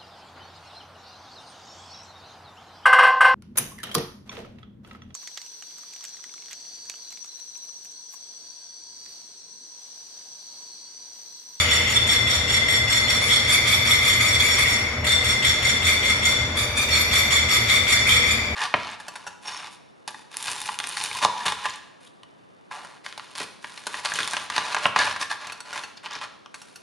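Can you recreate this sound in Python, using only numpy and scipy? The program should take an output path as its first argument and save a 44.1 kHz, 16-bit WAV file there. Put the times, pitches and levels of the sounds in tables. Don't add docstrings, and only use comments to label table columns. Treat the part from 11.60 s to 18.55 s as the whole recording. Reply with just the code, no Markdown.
import sys
import numpy as np
from scipy import signal
from scipy.fft import rfft, irfft
from scipy.io import wavfile

SR = 44100
rng = np.random.default_rng(int(sys.argv[2]) if len(sys.argv) > 2 else 0)


def persist_wave(psi):
    counts = np.round(np.clip(psi, -1, 1) * 32767).astype(np.int16)
    wavfile.write(sys.argv[1], SR, np.atleast_2d(counts).T)


N = 306495
LEAD_IN = SR // 2
USUAL_EFFORT_DB, PITCH_SCATTER, PITCH_JITTER = -19, 0.007, 0.005

# f/Hz, density/dB
AIR_SPECTRUM = [(20, -29), (33, -9), (48, -7), (65, 2), (130, 1.5), (160, -6), (240, -2), (300, -6.5),
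                (550, -5), (780, -8), (1200, -7.5), (2500, -13), (6000, -34), (15000, -42)]
# f/Hz, width/Hz, level/dB
DUCT_MODES = [(81, 15, -35.5), (114.9, 14.4, -38.5), (223.2, 14.5, -47), (486.3, 12, -47),
              (604.5, 18, -45.5)]
# f/Hz, left-right correlation
AIR_CORRELATION = [(30, 0.97), (120, 1), (250, 0.95), (500, 0.71), (1000, 0.47), (4000, 0.041)]
# f/Hz, T60/s
HALL_DECAY = [(250, 5.4), (1200, 1.46), (2100, 1.83), (3500, 1.06), (5600, 1.31), (8000, 0.65),
              (14000, 0.66)]
# f/Hz, left minus right/dB
MIC_BALANCE = [(60, 2.5), (92, -0.5), (140, 1.5), (210, 1.5), (330, 0), (500, 1.5), (770, 1.5), (1170, 0.5),
               (1790, 6), (2740, 1), (4190, -1.5), (6410, -1), (9810, 8.5), (15000, 1.5)]
# t/s, f/Hz, level/dB
BREAK_WHISTLES = [(1.33, 4270, -31), (1.345, 9830, -39), (1.426, 4238, -28), (1.619, 10620, -37),
                  (1.919, 9900, -40), (2.105, 11470, -32), (2.29, 11600, -32), (2.455, 11450, -32),
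                  (5.308, 4370, -19.5), (5.379, 11520, -30), (5.56, 11600, -31), (5.91, 11500, -33)]
# t/s, length/s, f/Hz, width/Hz, level/dB
BREAK_SCREECHES = [(-.08, 0.37, 2900, 804, -30.5), (.24, .14, 2680, 800, -33)]
# f/Hz, density/dB
RASP_SPECTRUM = [(500, -33), (1250, 0), (1650, -0.5), (2100, 2.5), (2800, -6), (3400, -4.5), (4100, -5),
                 (4500, 7.5), (4950, -9), (6200, -10), (7900, -12.5), (10000, -11), (13000, -30.5),
                 (15500, -22)]
HOARSE_VOICE_DB = [-34, -16, 0.5, -25, -23, -11.5, -20, -29, -40, -32, -27, -32]
SHRILL_VOICE_DB = [-15.5, -7, -1, -10, -27, -7, -41, -19.5, -21.5, -30, -26, -24]
MIX_ORDERS = [(0, 1), (3, 1), (6, 1), (0, 2), (3, 2), (3, -1), (6, 2), (9, 1)]
HOARSE_MIX_DB = [-3.5, -10, -19.5, -20.5, -20, -23.5, -46, -45]
SHRILL_MIX_DB = [0.5, -11, -14.5, -20, -16, -14.5, -21, -27]
# t/s, effort/dB, f/Hz
SHRILL_SCREAMS = [ (-.065, -22.5, 1189), (.115, -31, 1174), (1.305, -32, 1145), (1.595, -23, 1165),
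                  (1.863, -19.5, 1185), (2.05, -20, 1178), (2.231, -21.5, 1174), (2.405, -22, 1187),
                  (2.585, -22, 1185), (2.779, -20, 1183), (2.964, -19, 1168), (4.25, -23, 1190),
                  (4.95, -21.5, 1194), (5.15, -21.5, 1212), (5.33, -23, 1198), (5.514, -20.5, 1187),
                  (5.699, -18.5, 1183), (5.885, -21.5, 1192), (6.078, -20, 1183), (6.259, -21, 1188),
                  (6.449, -19.5, 1210), (6.648, -22.5, 1199)]
# t/s, effort/dB
HOARSE_SCREAMS = [ (-.295, -18), (-.105, -13), (.08, -17.5), (.268, -19.5), (.464, -18), (.666, -19),
                  (.874, -19), (1.075, -18), (1.275, -19.5), (1.472, -19), (1.678, -18), (1.866, -21.5),
                  (2.058, -21.5), (2.258, -19.5), (2.446, -20.5), (2.655, -20), (2.856, -19), (3.052, -21),
                  (3.438, -18.5), (3.632, -19), (3.82, -18), (4.018, -18.5), (4.219, -15), (4.423, -18.5),
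                  (4.623, -19.5), (5.28, -19), (5.505, -17.5), (5.699, -18), (5.881, -17.5), (6.065, -19),
                  (6.268, -18), (6.483, -17.5)]
# t/s, f/Hz, relative level/dB
HOARSE_SECOND_DRIFT = [(0, 2079, 0.55), (.9, 2064, 3.8), (2.2, 2082, 2.6), (3.4, 2071, 1.05),
                       (4.7, 2111, 1.3), (5.28, 2032, 2), (5.5, 2085, 1.7), (6.5, 2072, .5)]


def gain_of(db):
    return 10 ** (np.asarray(db) / 20)


def unit_rms(x):
    return x / np.sqrt(np.mean(x ** 2) + 1e-20)


def log_interp(points, hz):
    points_hz, values = np.transpose(points)
    return np.interp(np.log(hz + 1), np.log(points_hz + 1), values)


def coloured(x, points):
    hz = np.fft.rfftfreq(len(x), 1 / SR)
    return irfft(rfft(x) * gain_of(log_interp(points, hz)), len(x))


def noise_band(size, centre_hz, width_hz):
    hz = np.fft.rfftfreq(size, 1 / SR)
    detuning = 2 * (hz - centre_hz) / width_hz
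    return unit_rms(irfft(rfft(rng.standard_normal(size)) / (1 + detuning ** 4), size))


def wobble(size, rate_hz):
    return noise_band(size, centre_hz=0, width_hz=2 * rate_hz)


def add(track, start_s, sound):
    part = track[max(0, LEAD_IN + round(start_s * SR)):][:len(sound)]
    part += sound[:len(part)]


def ventilation(air_db):
    hz = np.fft.rfftfreq(N, 1 / SR)
    air = gain_of(log_interp(AIR_SPECTRUM, hz)) ** 2
    power = gain_of(air_db) ** 2 * air / air.mean()
    for centre_hz, width_hz, db in DUCT_MODES:
        peak = 1 / (1 + (2 * (hz - centre_hz) / width_hz) ** 2) ** 2
        power += gain_of(db) ** 2 * peak / peak.mean()
    left, independent = rfft(rng.standard_normal((2, N)))
    correlation = log_interp(AIR_CORRELATION, hz)
    right = correlation * left + np.sqrt(1 - correlation ** 2) * independent
    return irfft(np.array([left, right]) * np.sqrt(power), N)


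def hall(x, direct_db, early_db, early_s, tail_db):
    noise = rng.standard_normal((2, 3 * SR // 2))
    hz, t, spectra = signal.stft(noise, SR, nperseg=256)
    decay = gain_of(-60 * t / log_interp(HALL_DECAY, hz)[:, None])
    build_up = 1 - np.exp(-t / 0.0028)
    _, tail = signal.istft(spectra * decay * build_up, SR, nperseg=256)
    response = gain_of(tail_db) * tail / np.linalg.norm(tail[0])
    for ear in response:
        lags = rng.random(size=14)
        echoes = rng.choice([-1, 1], size=14) * np.exp(-lags)
        echoes *= gain_of(early_db) / np.linalg.norm(echoes)
        np.add.at(ear, (lags * early_s * SR).astype(int), echoes)
    response[:, 0] += gain_of(direct_db)
    return signal.fftconvolve(x[None], response, axes=1)[:, LEAD_IN:LEAD_IN + N]


def voice_breaks(whistle_s=0.049):
    track = np.zeros(LEAD_IN + N)
    t = np.arange(SR // 2) / SR
    for start_s, hz, db in BREAK_WHISTLES:
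        progress = np.minimum(t / whistle_s, 1)
        bend = 1 - 0.02 * (progress - 0.5) + 0.008 * wobble(len(t), rate_hz=250)
        tone = np.sin(2 * np.pi * np.cumsum(hz * bend) / SR)
        add(track, start_s, gain_of(db) * unit_rms(tone) * np.sin(np.pi * progress))
    for start_s, length_s, hz, width_hz, db in BREAK_SCREECHES:
        envelope = np.sin(np.pi * np.minimum(t / length_s, 1))
        add(track, start_s, gain_of(db) * noise_band(len(t), hz, width_hz) * envelope)
    return track


def scream(length_s, pitch_hz, second_hz, harmonics_db, mix_db, second_db, tilt_db_per_oct,
           swoop, swoop_s, sag, rough_rad, onset_rough_rad, rough_hz,
           flutter, stutter, stutter_hz, swell_s, crest_db, rasp_db, chip_db):
    size = SR // 5
    t = np.arange(size) / SR
    contour = 1 - swoop * np.exp(-t / swoop_s) - sag * np.minimum(t / length_s, 1) ** 6
    jitter = 1 + PITCH_JITTER * np.array([wobble(size, rate_hz=136) for _ in range(2)])
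    main_phase = 2 * np.pi * np.cumsum(pitch_hz * contour * jitter[0]) / SR
    second_phase = 2 * np.pi * np.cumsum(second_hz * contour * jitter[1]) / SR
    partials = [(k, 0, db) for k, db in enumerate(harmonics_db, start=1)]
    partials += [(k, m, db + second_db) for (k, m), db in zip(MIX_ORDERS, mix_db)]
    roughness = rough_rad + onset_rough_rad * np.exp(-(t / 0.072) ** 2)
    swell = 1 - np.exp(-t / swell_s)
    voice = np.zeros(size)
    for k, m, db in partials:
        height = (k * pitch_hz + m * second_hz) / 3000
        bloom = swell ** (height ** 0.43)
        shimmer = unit_rms(gain_of(3.87 * wobble(size, rate_hz=39)))
        phase_noise = roughness * min(height, 1) * wobble(size, rough_hz)
        tone = np.cos(k * main_phase + m * second_phase + phase_noise)
        voice += gain_of(db + tilt_db_per_oct * np.log2(height)) * bloom * shimmer * tone
    chip = gain_of(chip_db) * np.exp(-t / 0.0093) * noise_band(size, centre_hz=2690, width_hz=330)
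    airflow = np.sin(np.pi / 2 * np.minimum(t / 0.025, 1))
    rasp = gain_of(rasp_db) * airflow * unit_rms(coloured(rng.standard_normal(size), RASP_SPECTRUM))
    crest = np.exp(-((t / length_s - 0.62) / 0.32) ** 2)
    gate = np.clip(t / 0.011, 0, 1) * np.clip((length_s - t) / 0.012, 0, 1)
    pressure = gain_of(crest_db * (crest - 0.6368)) * gate
    pulsing = 1 + stutter * np.exp(-(t / 0.064) ** 4) * np.sin(2 * np.pi * stutter_hz * t)
    flicker = unit_rms(np.exp(flutter * wobble(size, rate_hz=92)))
    return pressure * pulsing * flicker * (voice + rasp + chip)


def shrill_bird(second_ratio=1.93):
    track = np.zeros(LEAD_IN + N)
    for start_s, effort_db, pitch_hz in SHRILL_SCREAMS:
        length_s = min(0.0776 - 0.05 * (effort_db - USUAL_EFFORT_DB), 0.096)
        second_hz = second_ratio * pitch_hz * (1 + PITCH_SCATTER * rng.standard_normal())
        call = scream(length_s, pitch_hz, second_hz, SHRILL_VOICE_DB, SHRILL_MIX_DB, second_db=0.6,
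                      tilt_db_per_oct=0, swoop=0.12, swoop_s=0.015, sag=0.026,
                      rough_rad=0.6, onset_rough_rad=0.36, rough_hz=190,
                      flutter=0.23, stutter=0.69, stutter_hz=50.6,
                      swell_s=0.017, crest_db=-5.5, rasp_db=-10, chip_db=-29)
        add(track, start_s, gain_of(effort_db) * call)
    return track


def hoarse_bird(mean_pitch_hz=1161.3):
    track = np.zeros(LEAD_IN + N)
    drift_s, drift_hz, drift_db = np.transpose(HOARSE_SECOND_DRIFT)
    for start_s, effort_db in HOARSE_SCREAMS:
        extra_db = effort_db - USUAL_EFFORT_DB
        length_s = 0.1073 - 0.005 * extra_db
        pitch_hz = mean_pitch_hz * (1 + PITCH_SCATTER * rng.standard_normal())
        second_hz = np.interp(start_s, drift_s, drift_hz)
        second_db = np.interp(start_s, drift_s, drift_db) - 0.52 * extra_db
        call = scream(length_s, pitch_hz, second_hz, HOARSE_VOICE_DB, HOARSE_MIX_DB, second_db,
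                      tilt_db_per_oct=0.8, swoop=0.0688, swoop_s=0.00715, sag=0.0035,
                      rough_rad=0.32, onset_rough_rad=0.52, rough_hz=242,
                      flutter=0.34, stutter=0.61, stutter_hz=41.4,
                      swell_s=0.0011, crest_db=1.5, rasp_db=-8.5, chip_db=-4)
        add(track, start_s, gain_of(effort_db) * call)
    return track


def scene():
    hoarse, shrill = hoarse_bird(), shrill_bird()
    birds = hall(hoarse + voice_breaks(), direct_db=-12, early_db=-4, early_s=0.02, tail_db=-2)
    birds += hall(shrill, direct_db=-7, early_db=-3, early_s=0.025, tail_db=-1.5)
    return birds + ventilation(air_db=-32)


def record(dry):
    left = coloured(dry[0], [(hz, db / 2) for hz, db in MIC_BALANCE])
    right = coloured(dry[1], [(hz, -db / 2) for hz, db in MIC_BALANCE])
    lowpass = signal.firwin(511, cutoff=15500, window=("kaiser", 9), fs=SR)
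    return signal.oaconvolve(np.array([left, right]), lowpass[None], "same")


dry = scene()
out = record(dry)
persist_wave(out)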